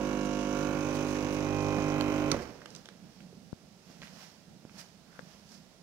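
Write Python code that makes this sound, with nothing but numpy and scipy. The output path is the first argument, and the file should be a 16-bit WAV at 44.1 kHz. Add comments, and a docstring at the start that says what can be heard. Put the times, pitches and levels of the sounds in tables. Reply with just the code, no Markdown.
"""A small mains-driven pump hums and buzzes in a plastic tub on a concrete floor, churning water in a glass
flask; the tone shifts as the microphone moves from flask to switch. A thumb finds the rocker and,
at 2.3 s, clicks it off. The rotor rattles down, the hum dies away and the water settles with a few
ticks. Then quiet room tone: shoes scuff, clothes rustle and fingers bump the hand-held microphone."""
import sys
import numpy as np
from scipy import signal
from scipy.fft import rfft, irfft
from scipy.io import wavfile
from scipy.ndimage import uniform_filter1d

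SR = 44100
rng = np.random.default_rng(int(sys.argv[2]) if len(sys.argv) > 2 else 0)


def wav_out(sig):
    """Save sig, one row per channel (or a flat mono array), as 16-bit PCM at SR to the path in sys.argv[1]."""
    wavfile.write(sys.argv[1], SR, np.round(np.clip(np.atleast_2d(sig).T, -1, 1) * 32767).astype(np.int16))


N = 256662
TIME = np.arange(N) / SR
FREQS = np.maximum(np.arange(N // 2 + 1) * SR / N, 1)

MAINS_HZ, OFF_S, COAST_S = 50.16, 2.318, .22   # unpowered, the rotor loses 2/3 of its speed in COAST_S
STUMBLE_S, STUMBLE_CYCLES = 1.783, .155   # the beat stumbles once, a fraction of a stroke early
HOLD_DB, CLOTH_DB, ROOM_DB = -64.5, -70, -59.5   # beds: hand on the case, faint rustle, room tone
PORT_LAG_S, CUTOFF_HZ = .0001, 15750

# pump fader rides, before trims: t/s, hum/dB, buzz/dB, hiss/dB, water/dB
PUMP_FADERS = [(0.03, -32, -48.5, -56, -41.5), (0.068, -32.5, -44.5, -55, -44.5),
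               (0.468, -33, -47, -54, -45), (0.588, -32, -42.5, -54.5, -41), (1.31, -33, -45.5, -55, -42.5),
               (1.696, -30.5, -43.5, -55.5, -41), (1.98, -30.5, -42, -57, -38.5)]
# microphone move: t/s, place (0 above the flask, 1 beside the switch)
MIC_PATH = [(0, 0), (.5, 0), (.9, 0.81), (1.3, 0.48), (1.55, 1), (2.3, 0.88)]
# hum at those two places: harmonic of the stroke rate, relative level/dB
HUM_AT_FLASK = [(1, -11), (2, -21), (3, -6.5), (4, -3), (5, 1), (6, 2), (7, -4), (8, -8.5), (9, -30),
                (10, -4), (11, -3), (12, -22), (13, -43), (14, -9.5), (15, -20), (16, -38), (17, -25),
                (18, -14.5), (19, -13.5), (20, -16.5), (21, -17), (22, -13)]
HUM_AT_SWITCH = [(1, -13), (2, -5.5), (3, -4), (4, -33), (5, -2.5), (6, 2.5), (7, -7.5), (8, -5), (9, -17),
                 (10, -9), (11, -6.5), (12, -14.5), (13, -12), (14, -27), (15, -20.5), (16, -11.5),
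                 (17, -19), (18, -17), (19, -15.5), (20, -22), (21, -12), (22, -17.5)]
# tub resonances: f/Hz, width/Hz
TUB_MODES = [(285, 110), (530, 39), (1080, 120)]
# housing whine: harmonic, level at the flask/dB, level at the switch/dB
WHINE_PARTIALS = [(40, -71, -68), (46, -64.5, -85), (47, -86, -62), (49, -84, -54), (50, -68, -56),
                  (51, -60, -59.5), (52, -63, -59), (56, -57, -81), (60, -64, -83), (62, -84, -66)]
# EQ of the housing's buzz at both places, the air hiss and the stalling rattle: f/Hz, level/dB
FLASK_BUZZ_EQ = [(1020, -35), (1150, 3.5), (1270, -7.5), (1400, 4), (1650, -3.5), (1780, -9), (1950, -25),
                 (2130, -3.5), (2300, -2), (2420, -19), (2600, -10), (2750, -24), (3050, -10), (3350, -30),
                 (3950, -13), (4600, -31)]
SWITCH_BUZZ_EQ = [(1020, -9), (1200, 2), (1400, -1), (1620, -0.5), (1780, -15.5), (2020, 0.5), (2170, -13),
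                  (2330, -4), (2520, 0), (2700, -7), (2810, -10), (2920, -11.5), (3120, -0.5), (3350, -27),
                  (4050, -15), (4600, -34)]
HISS_EQ = [(900, -25), (1600, -12), (2600, 1.5), (3400, -3), (4300, -7), (4900, -1.5), (5300, -3.5),
           (5750, 2), (6200, 2), (6900, -3.5), (8500, -16.5), (10000, -16.5), (12000, -27), (15500, -33)]
STALL_EQ = [(100, -6), (170, 2), (300, -9), (560, 7), (750, -24), (1080, 3), (1250, -5), (1800, -13),
            (2050, -5), (2500, -20), (3000, -32), (6000, -50)]
# EQ of water churning and running back: f/Hz, level/dB
CHURN_EQ = [(25, -20), (70, -6), (115, 2), (170, -1.5), (270, -1.5), (400, -0.5), (560, -0.5), (750, -4),
            (1100, -7.5), (1600, -10.5), (2600, -15.5), (5000, -33.5)]
BACKFLOW_EQ = [(50, -14), (100, -6), (250, 2.5), (450, 2), (750, -7.5), (1100, -12), (2200, -15),
               (3500, -24), (5500, -17), (8000, -33), (15000, -42)]
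# spurts in the flask: t/s, level/dB, f/Hz, width/octaves, half length/s
SPURTS = [(0.255, -50.5, 5600, 0.34, 0.009), (0.955, -45.5, 4200, 1.1, 0.012), (1.10, -54, 5200, .8, 0.041),
          (1.16, -45.5, 1700, 0.5, 0.013), (1.337, -54.5, 8000, 1.5, 0.014), (1.385, -50, 2300, .3, 0.012),
          (1.63, -57, 5950, 1.2, 0.0075), (2.427, -52.5, 4800, 0.41, 0.009)]
# rocker hits: t/s, relative level/dB, pitch ratio
ROCKER_HITS = [(2.0099, -9, 0.69), (2.3156, -9, 0.93), (2.3171, -10, 0.97), (2.3208, -20, 0.94)]
# ring of the rocker and of the microphone case at pitch ratio 1: f/Hz, level/dB, t60/s
ROCKER_MODES = [(1400, -16.5, 0.032), (2420, -14, 0.015), (3800, -10, .008), (4660, -7, 0.013),
                (5150, -11, 0.009), (6160, -6.5, 0.012), (6830, -10.5, 0.0058), (8500, -16.5, 0.0058),
                (11100, -21, 0.0073), (13300, -38, 0.0044)]
TAP_MODES = [(547, -9, 0.025), (1700, -4, 0.0099), (3200, -13, .003), (5600, -15, 0.0024)]
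# tub knocks, footfalls, fingers on the case: t/s, level/dB, f/Hz, t60/s, left-right/dB, tap over thud/dB
BUMP_CUES = [(1.786, -20, 110, 0.024, -15, -33), (2.345, -25.5, 532, 0.037, -8, -6),
             (2.41, -35, 75, .2, -8, -40), (3.328, -44.5, 430, .04, -8, -18),
             (3.5292, -20, 180, 0.0095, 26, -23.5), (3.899, -41, 228, 0.023, -6, -15),
             (4.651, -31.5, 258, 0.0099, -9, -15), (5.1922, -39, 188, 0.01, 29, 10.5)]
# ticks of water, hose and grit: t/s, peak before trim/dB, f/Hz, width/octaves
TICK_CUES = [(2.616, -42, 1660, 0.65), (2.6571, -34.5, 2200, 1.7), (2.703, -42, 5600, 0.62),
             (2.749, -38, 5600, 0.5), (2.7613, -36.5, 5400, 0.62), (2.8558, -38, 2100, 2.6),
             (2.887, -35.5, 1700, 2.7), (3.204, -43.5, 2300, 0.89), (4.017, -37, 1900, 1.5),
             (4.0249, -39.5, 1700, 1.3), (4.0316, -35, 1900, 1.8), (4.0704, -42, 1760, 1),
             (4.0792, -45, 1740, 0.85), (4.694, -45, 1430, 1.9)]
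# grit and cloth dragged in stepping back: t/s, level/dB, f/Hz, width/octaves, half length/s
SCUFF_CUES = [(4.05, -56, 1800, .9, 0.013), (4.22, -62, 2000, .7, 0.038), (4.80, -49.5, 5150, 0.53, 0.014),
              (4.80, -56, 1910, .35, 0.018), (5.17, -60.5, 1450, 0.38, 0.047),
              (5.53, -58, 5100, 0.33, 0.037)]
# grip shifts: t/s, level/dB
GRIP_CUES = [(2.755, -56), (3.05, -52), (3.239, -50), (3.37, -52.5), (3.67, -58.5), (3.91, -57.5),
             (4.03, -53), (4.14, -54), (4.52, -54), (4.77, -53.5), (5.22, -57), (5.57, -57.5)]
# cloth sweeps of arm or leg: t/s at the fastest moment, level/dB, rise/s, fall/s
CLOTH_CUES = [(2.755, -59, 0.097, 0.099), (3.15, -65, 0.2, 0.22), (3.91, -59.5, .07, 0.13),
              (4.03, -56, 0.011, .07), (4.225, -52.5, 0.14, .1), (4.795, -52.5, 0.052, 0.074),
              (5.32, -59.5, 0.18, 0.15), (5.53, -59, 0.049, 0.078)]
# EQ of handling rumble, cloth rustle and room tone: f/Hz, level/dB
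RUMBLE_EQ = [(30, -32), (60, -14.5), (110, -14.5), (145, -4.5), (175, 3.5), (220, -2.5), (290, -10.5),
             (420, -17), (650, -17.5), (1000, -33.5), (2000, -57)]
RUSTLE_EQ = [(350, -25), (600, 0.5), (1030, -5), (1580, -3.5), (2250, -7), (2470, -5.5), (3070, -6),
             (3610, -8), (5510, -3), (8400, -18.5), (13300, -20), (15500, -23)]
ROOM_EQ = [(15, -43), (25, -28), (49, -11.5), (107, -9), (188, 0.5), (289, -10.5), (684, -13), (1240, -22),
           (1380, -18), (1490, -22.5), (3090, -22.5), (5140, -21.5), (8350, -30.5), (14300, -37.5),
           (15500, -36)]
# balance of the two microphone ports for pump and room: f/Hz, left-right/dB
PUMP_PAN = [(60, -4), (99, -15), (160, -6.5), (270, -7.0), (450, -9), (740, -8.5), (1220, -8.5), (2010, -9),
            (3330, -10.5), (5500, -21), (9080, -10), (15000, -10.0)]
ROOM_PAN = [(60, -2), (130, -7), (290, -7.5), (640, -7.5), (1410, -5.5), (3100, -7.5), (6820, -18),
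            (15000, -4)]
# how alike the ports sound: f/Hz, correlation
PORT_CORRELATION = [(50, 0.84), (500, 0.8), (1000, 0.46), (2000, 0.24), (4000, 0.11), (12000, 0.046)]


def pump(hum_trim_db, buzz_trim_db, hiss_trim_db, water_trim_db):
    """The lead sound: hum, buzz and whine, a puff of air on each stroke, and the water it stirs."""
    hum_db, buzz_db, hiss_db, water_db = automation(PUMP_FADERS)
    place, strokes = np.clip(automation(MIC_PATH)[0], 0, 1), stroke_count()
    tone = from_db(hum_db + hum_trim_db) * hum(strokes, place, scatter=0.25, waver_db=1.0)
    beat = knocks(strokes, ring_cycles=.8, unrest=.15)
    facing = place ** 2   # treble is beamed, so it crossfades later than the hum
    housing = (1 - facing) * colour(beat, FLASK_BUZZ_EQ) + facing * colour(beat, SWITCH_BUZZ_EQ)
    buzz = from_db(buzz_db + buzz_trim_db) * housing + whine(strokes, facing, waver_db=1.5)
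    air_gain = from_db(hiss_db + hiss_trim_db + 1.25 * drift(8.0))
    air = air_gain * colour(knocks(strokes, ring_cycles=0.87, unrest=1.3), HISS_EQ)
    water = from_db(water_db + water_trim_db + drift(7.2)) * churn(per_s=1200, ring_cycles=12.6)
    return tone * run_out(0.39) + buzz * run_out(0.49) + air * run_out(0.71) + water * run_out(0.97)


def stroke_count():
    """Strokes made so far: locked to the mains, then slowing as the rotor coasts."""
    speed = MAINS_HZ * np.exp(-np.maximum(TIME - OFF_S, 0) / COAST_S)
    stumble = STUMBLE_CYCLES * np.clip((TIME - STUMBLE_S) / 0.0053, 0, 1)
    return .5 + np.cumsum(speed) / SR + stumble


def hum(strokes, place, scatter, waver_db):
    """Clean stroke harmonics whose balance shifts as the microphone crosses the standing waves."""
    out = 0
    for (k, flask_db), (_, switch_db) in zip(HUM_AT_FLASK, HUM_AT_SWITCH):
        level = (1 - place) * from_db(flask_db) + place * from_db(switch_db)
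        tub_lag = sum(np.arctan(2 * (k * MAINS_HZ - hz) / width) for hz, width in TUB_MODES)
        echoes = scatter * np.sqrt(k) * rng.standard_normal()   # reflections scatter the highs most
        phase = 2 * np.pi * k * (strokes - .23) - tub_lag + echoes
        out = out + level * from_db(waver_db * drift(0.66)) * np.cos(phase)
    return out / np.sqrt(uniform_filter1d(out ** 2, size=8792))   # levelled over 0.2 s


def knocks(strokes, ring_cycles, unrest):
    """Each stroke knocks the housing alike; its ring slowly morphs with the listening place."""
    age, out = strokes % 1, 0
    for centre in np.linspace(0, OFF_S, 4):
        patterns = rms_one(irfft(np.exp(2j * np.pi * rng.random((2, 441)))))   # flat-spectrum loops
        looped = np.array([np.interp(age, np.linspace(0, 1, len(p)), p) for p in patterns])
        distance = np.clip((np.minimum(TIME, OFF_S) - centre) / (OFF_S / 3), -1, 1)
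        out = out + np.cos(np.pi / 2 * distance) * looped
    return spread((out + unrest * rng.standard_normal((2, N))) * np.exp(-age / ring_cycles))


def whine(strokes, facing, waver_db):
    """A thin top layer: high harmonics on the housing's resonances ring from stroke to stroke."""
    out = 0
    for k, flask_db, switch_db in WHINE_PARTIALS:
        level = (1 - facing) * from_db(flask_db) + facing * from_db(switch_db)
        level *= from_db(waver_db * drift(2.9))
        out = out + np.sqrt(2) * level * np.sin(2 * np.pi * (k * strokes + rng.random()))
    return out


def stall(level_db, per_s, t60, ring_cycles):
    """Without its field the rotor rattles loosely in the housing, once on each slowing stroke."""
    bursts = np.exp(-(stroke_count() % 1) / ring_cycles)
    chatter = spread(bursts * grain_pair(per_s, size_db=3.0))
    rattle = colour(chatter * (TIME > OFF_S) * run_out(t60), STALL_EQ)
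    return reverb(from_db(level_db) * rattle, wet_db=-15, t60=0.64)


def churn(per_s, ring_cycles):
    """A dense crowd of small bubbles rings in the flask over a wash of stirred water."""
    clicks, pitch_slot = grains(per_s, size_db=1.0), rng.integers(0, 20, N)
    bubbles = sum(ring(clicks * (pitch_slot == k), hz, t60=ring_cycles / hz) * np.sqrt(hz)
                  for k, hz in enumerate(np.geomspace(150, 2400, 20)))
    return rms_one(colour(bubbles, CHURN_EQ) + noise(CHURN_EQ))


def backflow(level_db, per_s, t60):
    """Once the pump stops, the water runs back with a fading patter."""
    patter = colour(spread(grain_pair(per_s, size_db=2.5)), BACKFLOW_EQ)
    return from_db(level_db) * patter * (TIME > OFF_S) * run_out(t60)


def switch(trim_db, crack_db, crack_t60):
    """The thumb meets the rocker; later it snaps over and its contacts bounce."""
    out, t = np.zeros(N), TIME[:4000]
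    for s, db, pitch in ROCKER_HITS:
        crack = from_db(crack_db - 60 * t / crack_t60) * rng.standard_normal(len(t))
        add(out, s, from_db(db + trim_db) * (struck(ROCKER_MODES, t, pitch) + crack))
    return reverb(out, wet_db=-16.0, t60=0.25)


def bumps(low_cut_hz):
    """Soft thuds with a short tap on top, louder at the nearer port."""
    out, t = np.zeros((2, N)), TIME[:4000]
    tap = struck(TAP_MODES, t, pitch=0.92)
    for s, db, hz, t60, pan_db, tap_db in BUMP_CUES:
        thud = np.sin(2 * np.pi * hz * t) * from_db(-60 * t / t60)
        sides = from_db([[pan_db / 2], [-pan_db / 2]])
        add(out, s, from_db(db) * sides / sides.mean() * (thud + from_db(tap_db) * tap))
    return signal.sosfilt(signal.butter(2, low_cut_hz, "high", fs=SR, output="sos"), out + 1e-18)


def ticks(trim_db, t60):
    """Water, hose and grit tick: brief crackles, each around its own pitch, with the top softened."""
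    out, t = np.zeros(N), TIME[:2000]
    for s, db, hz, octaves in TICK_CUES:
        tick = band_pass(rng.standard_normal(len(t)) * from_db(-60 * t / t60), hz, octaves)
        tick = signal.sosfilt(signal.butter(2, 6200, fs=SR, output="sos"), tick)
        add(out, s + 0.00104, from_db(db + trim_db) * tick / np.abs(tick).max())
    return reverb(out, wet_db=-7.5, t60=0.22)


def sprays(cues, per_s):
    """Short swells of fine grains: droplets on glass, grit under a sole."""
    out = 0
    for s, db, hz, octaves, half_s in cues:
        spray = band_pass(grain_pair(per_s, size_db=3.0) + 1e-18, hz, octaves)
        out = out + from_db(db) * rms_one(spray) * swell(s, half_s)
    return out


def handling(sway_db, sway_hz):
    """The held case rumbles hollowly and swells at each shift of the grip."""
    power = from_db(HOLD_DB + sway_db * drift(sway_hz)) ** 2
    for s, db in GRIP_CUES:
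        power += (from_db(db) * swell(s, half_s=0.038)) ** 2
    rumble = noise(RUMBLE_EQ)
    levelled = rumble / np.sqrt(uniform_filter1d(np.mean(rumble ** 2, axis=0), size=2646))
    return np.sqrt(power) * levelled


def clothes(grit):
    """Cloth slides with a fine grain, building to the fastest moment of each sweep and easing off."""
    power = from_db(CLOTH_DB) ** 2
    for s, db, rise, fall in CLOTH_CUES:
        sweep = np.exp(-np.maximum((s - TIME) / rise, (TIME - s) / fall))
        power = power + (from_db(db) * sweep) ** 2
    rubbing = rng.standard_normal((2, N)) + grit * rms_one(grain_pair(per_s=900, size_db=4.5))
    return np.sqrt(power) * colour(spread(rubbing), RUSTLE_EQ)


def room_tone():
    """The still room: a dark, steady bed of noise."""
    return from_db(ROOM_DB) * noise(ROOM_EQ)


def reverb(x, wet_db, t60):
    """Direct sound plus a separate diffuse tail at each port."""
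    t = TIME[:SR]
    tail = rng.standard_normal((2, SR)) * from_db(-60 * t / t60) * (1 - np.exp(-t / 0.0013))
    tail /= np.sqrt(np.sum(tail ** 2) / 2)
    return x + from_db(wet_db) * signal.fftconvolve(np.atleast_2d(x), tail, axes=1)[:, :N]


def ports(x, pan):
    """The left port faces away: quieter, duller and slightly late."""
    ratio = from_db(at_hz(pan, FREQS))
    late = np.exp(-2j * np.pi * FREQS * PORT_LAG_S)
    return irfft(rfft(x) * np.array([ratio * late, np.ones_like(ratio)]) * 2 / (1 + ratio), N)


def spread(pair):
    """Two unrelated sounds become left and right: narrow bass, wide treble."""
    alike = np.clip(at_hz(PORT_CORRELATION, FREQS), 0, 1)
    mid, side = rfft(pair)
    return irfft(np.sqrt(1 + alike) * mid + np.sqrt(1 - alike) * side * [[1], [-1]], N)


def run_out(t60):
    """Full level until the switch opens, then a fade."""
    return from_db(-60 * np.maximum(TIME - OFF_S, 0) / t60)


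def swell(s, half_s):
    """Bell-shaped envelope peaking at time s."""
    return np.exp(-.5 * ((TIME - s) / half_s) ** 2)


def automation(rows):
    """Breakpoints to one curve per column."""
    s, *columns = np.transpose(rows)
    return [np.interp(TIME, s, c) for c in columns]


def drift(hz):
    """Slow random wobble; rms 1."""
    slow = irfft(rfft(rng.standard_normal(N)) / (1 + (FREQS / hz) ** 2), N)
    return rms_one(slow - slow.mean())


def noise(eq):
    """Coloured stereo noise."""
    return colour(spread(rng.standard_normal((2, N))), eq)


def grains(per_s, size_db):
    """Random clicks of uneven size."""
    sizes = from_db(size_db * np.minimum(rng.exponential(1, N), 4)) * rng.choice([-1, 1], N)
    return sizes * (rng.random(N) < per_s / SR)


def grain_pair(per_s, size_db):
    """Two unrelated tracks of grains."""
    return np.array([grains(per_s, size_db) for _ in range(2)])


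def ring(clicks, hz, t60):
    """Each click sets a sine ringing."""
    r, w = from_db(-60 / (t60 * SR)), 2 * np.pi * hz / SR
    return signal.lfilter([0, np.sin(w)], [1, -2 * r * np.cos(w), r * r], clicks + 1e-18)


def struck(modes, t, pitch):
    """Modes ringing after one hit; pitched down, they also die sooner."""
    return sum((-1) ** k * from_db(db - 60 * t / (t60 * pitch ** 2)) * np.sin(2 * np.pi * hz * pitch * t)
               for k, (hz, db, t60) in enumerate(modes))


def band_pass(x, hz, octaves):
    """A gentle band around hz."""
    half = 2 ** (octaves / 2)
    edges = [hz / half, min(hz * half, SR * .45)]
    return signal.sosfilt(signal.butter(1, edges, "band", fs=SR, output="sos"), x)


def colour(x, eq):
    """Apply an EQ curve; rms 1."""
    return rms_one(irfft(rfft(x) * from_db(at_hz(eq, FREQS)), N))


def at_hz(points, hz):
    """Read a curve on a log-frequency axis."""
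    knots_hz, values = np.transpose(points)
    return np.interp(np.log(hz), np.log(knots_hz), values)


def add(out, s, sound):
    """Mix a short sound in at time s."""
    at = round(s * SR)
    out[..., at:at + sound.shape[-1]] += sound[..., :N - at]


def from_db(db):
    """Decibels to gain."""
    return 10 ** (np.asarray(db) / 20)


def rms_one(x):
    """Scale to unit power."""
    return x / np.sqrt(np.mean(x ** 2) + 1e-20)


def scene():
    """Pump and switch up close, then someone moving about in the quiet room."""
    machine = pump(hum_trim_db=0.12, buzz_trim_db=-2.1, hiss_trim_db=2.2, water_trim_db=-0.47)
    machine += stall(level_db=-59.5, per_s=870, t60=0.38, ring_cycles=0.41)
    machine += sprays(SPURTS, per_s=2800)
    machine += switch(trim_db=-5.5, crack_db=-22.5, crack_t60=0.0087)
    machine += backflow(level_db=-42.5, per_s=1400, t60=1.56)
    person = handling(sway_db=4.0, sway_hz=3.5) + clothes(grit=0.43) + sprays(SCUFF_CUES, per_s=2500)
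    room = room_tone() + person + ticks(trim_db=1.5, t60=0.013)
    return ports(machine, PUMP_PAN) + ports(room, ROOM_PAN) + bumps(low_cut_hz=88)


def record(dry):
    """A steep high cut on the whole mix."""
    return signal.sosfilt(signal.ellip(12, .1, 80, CUTOFF_HZ, fs=SR, output="sos"), dry)


dry = scene()
out = record(dry)
wav_out(out)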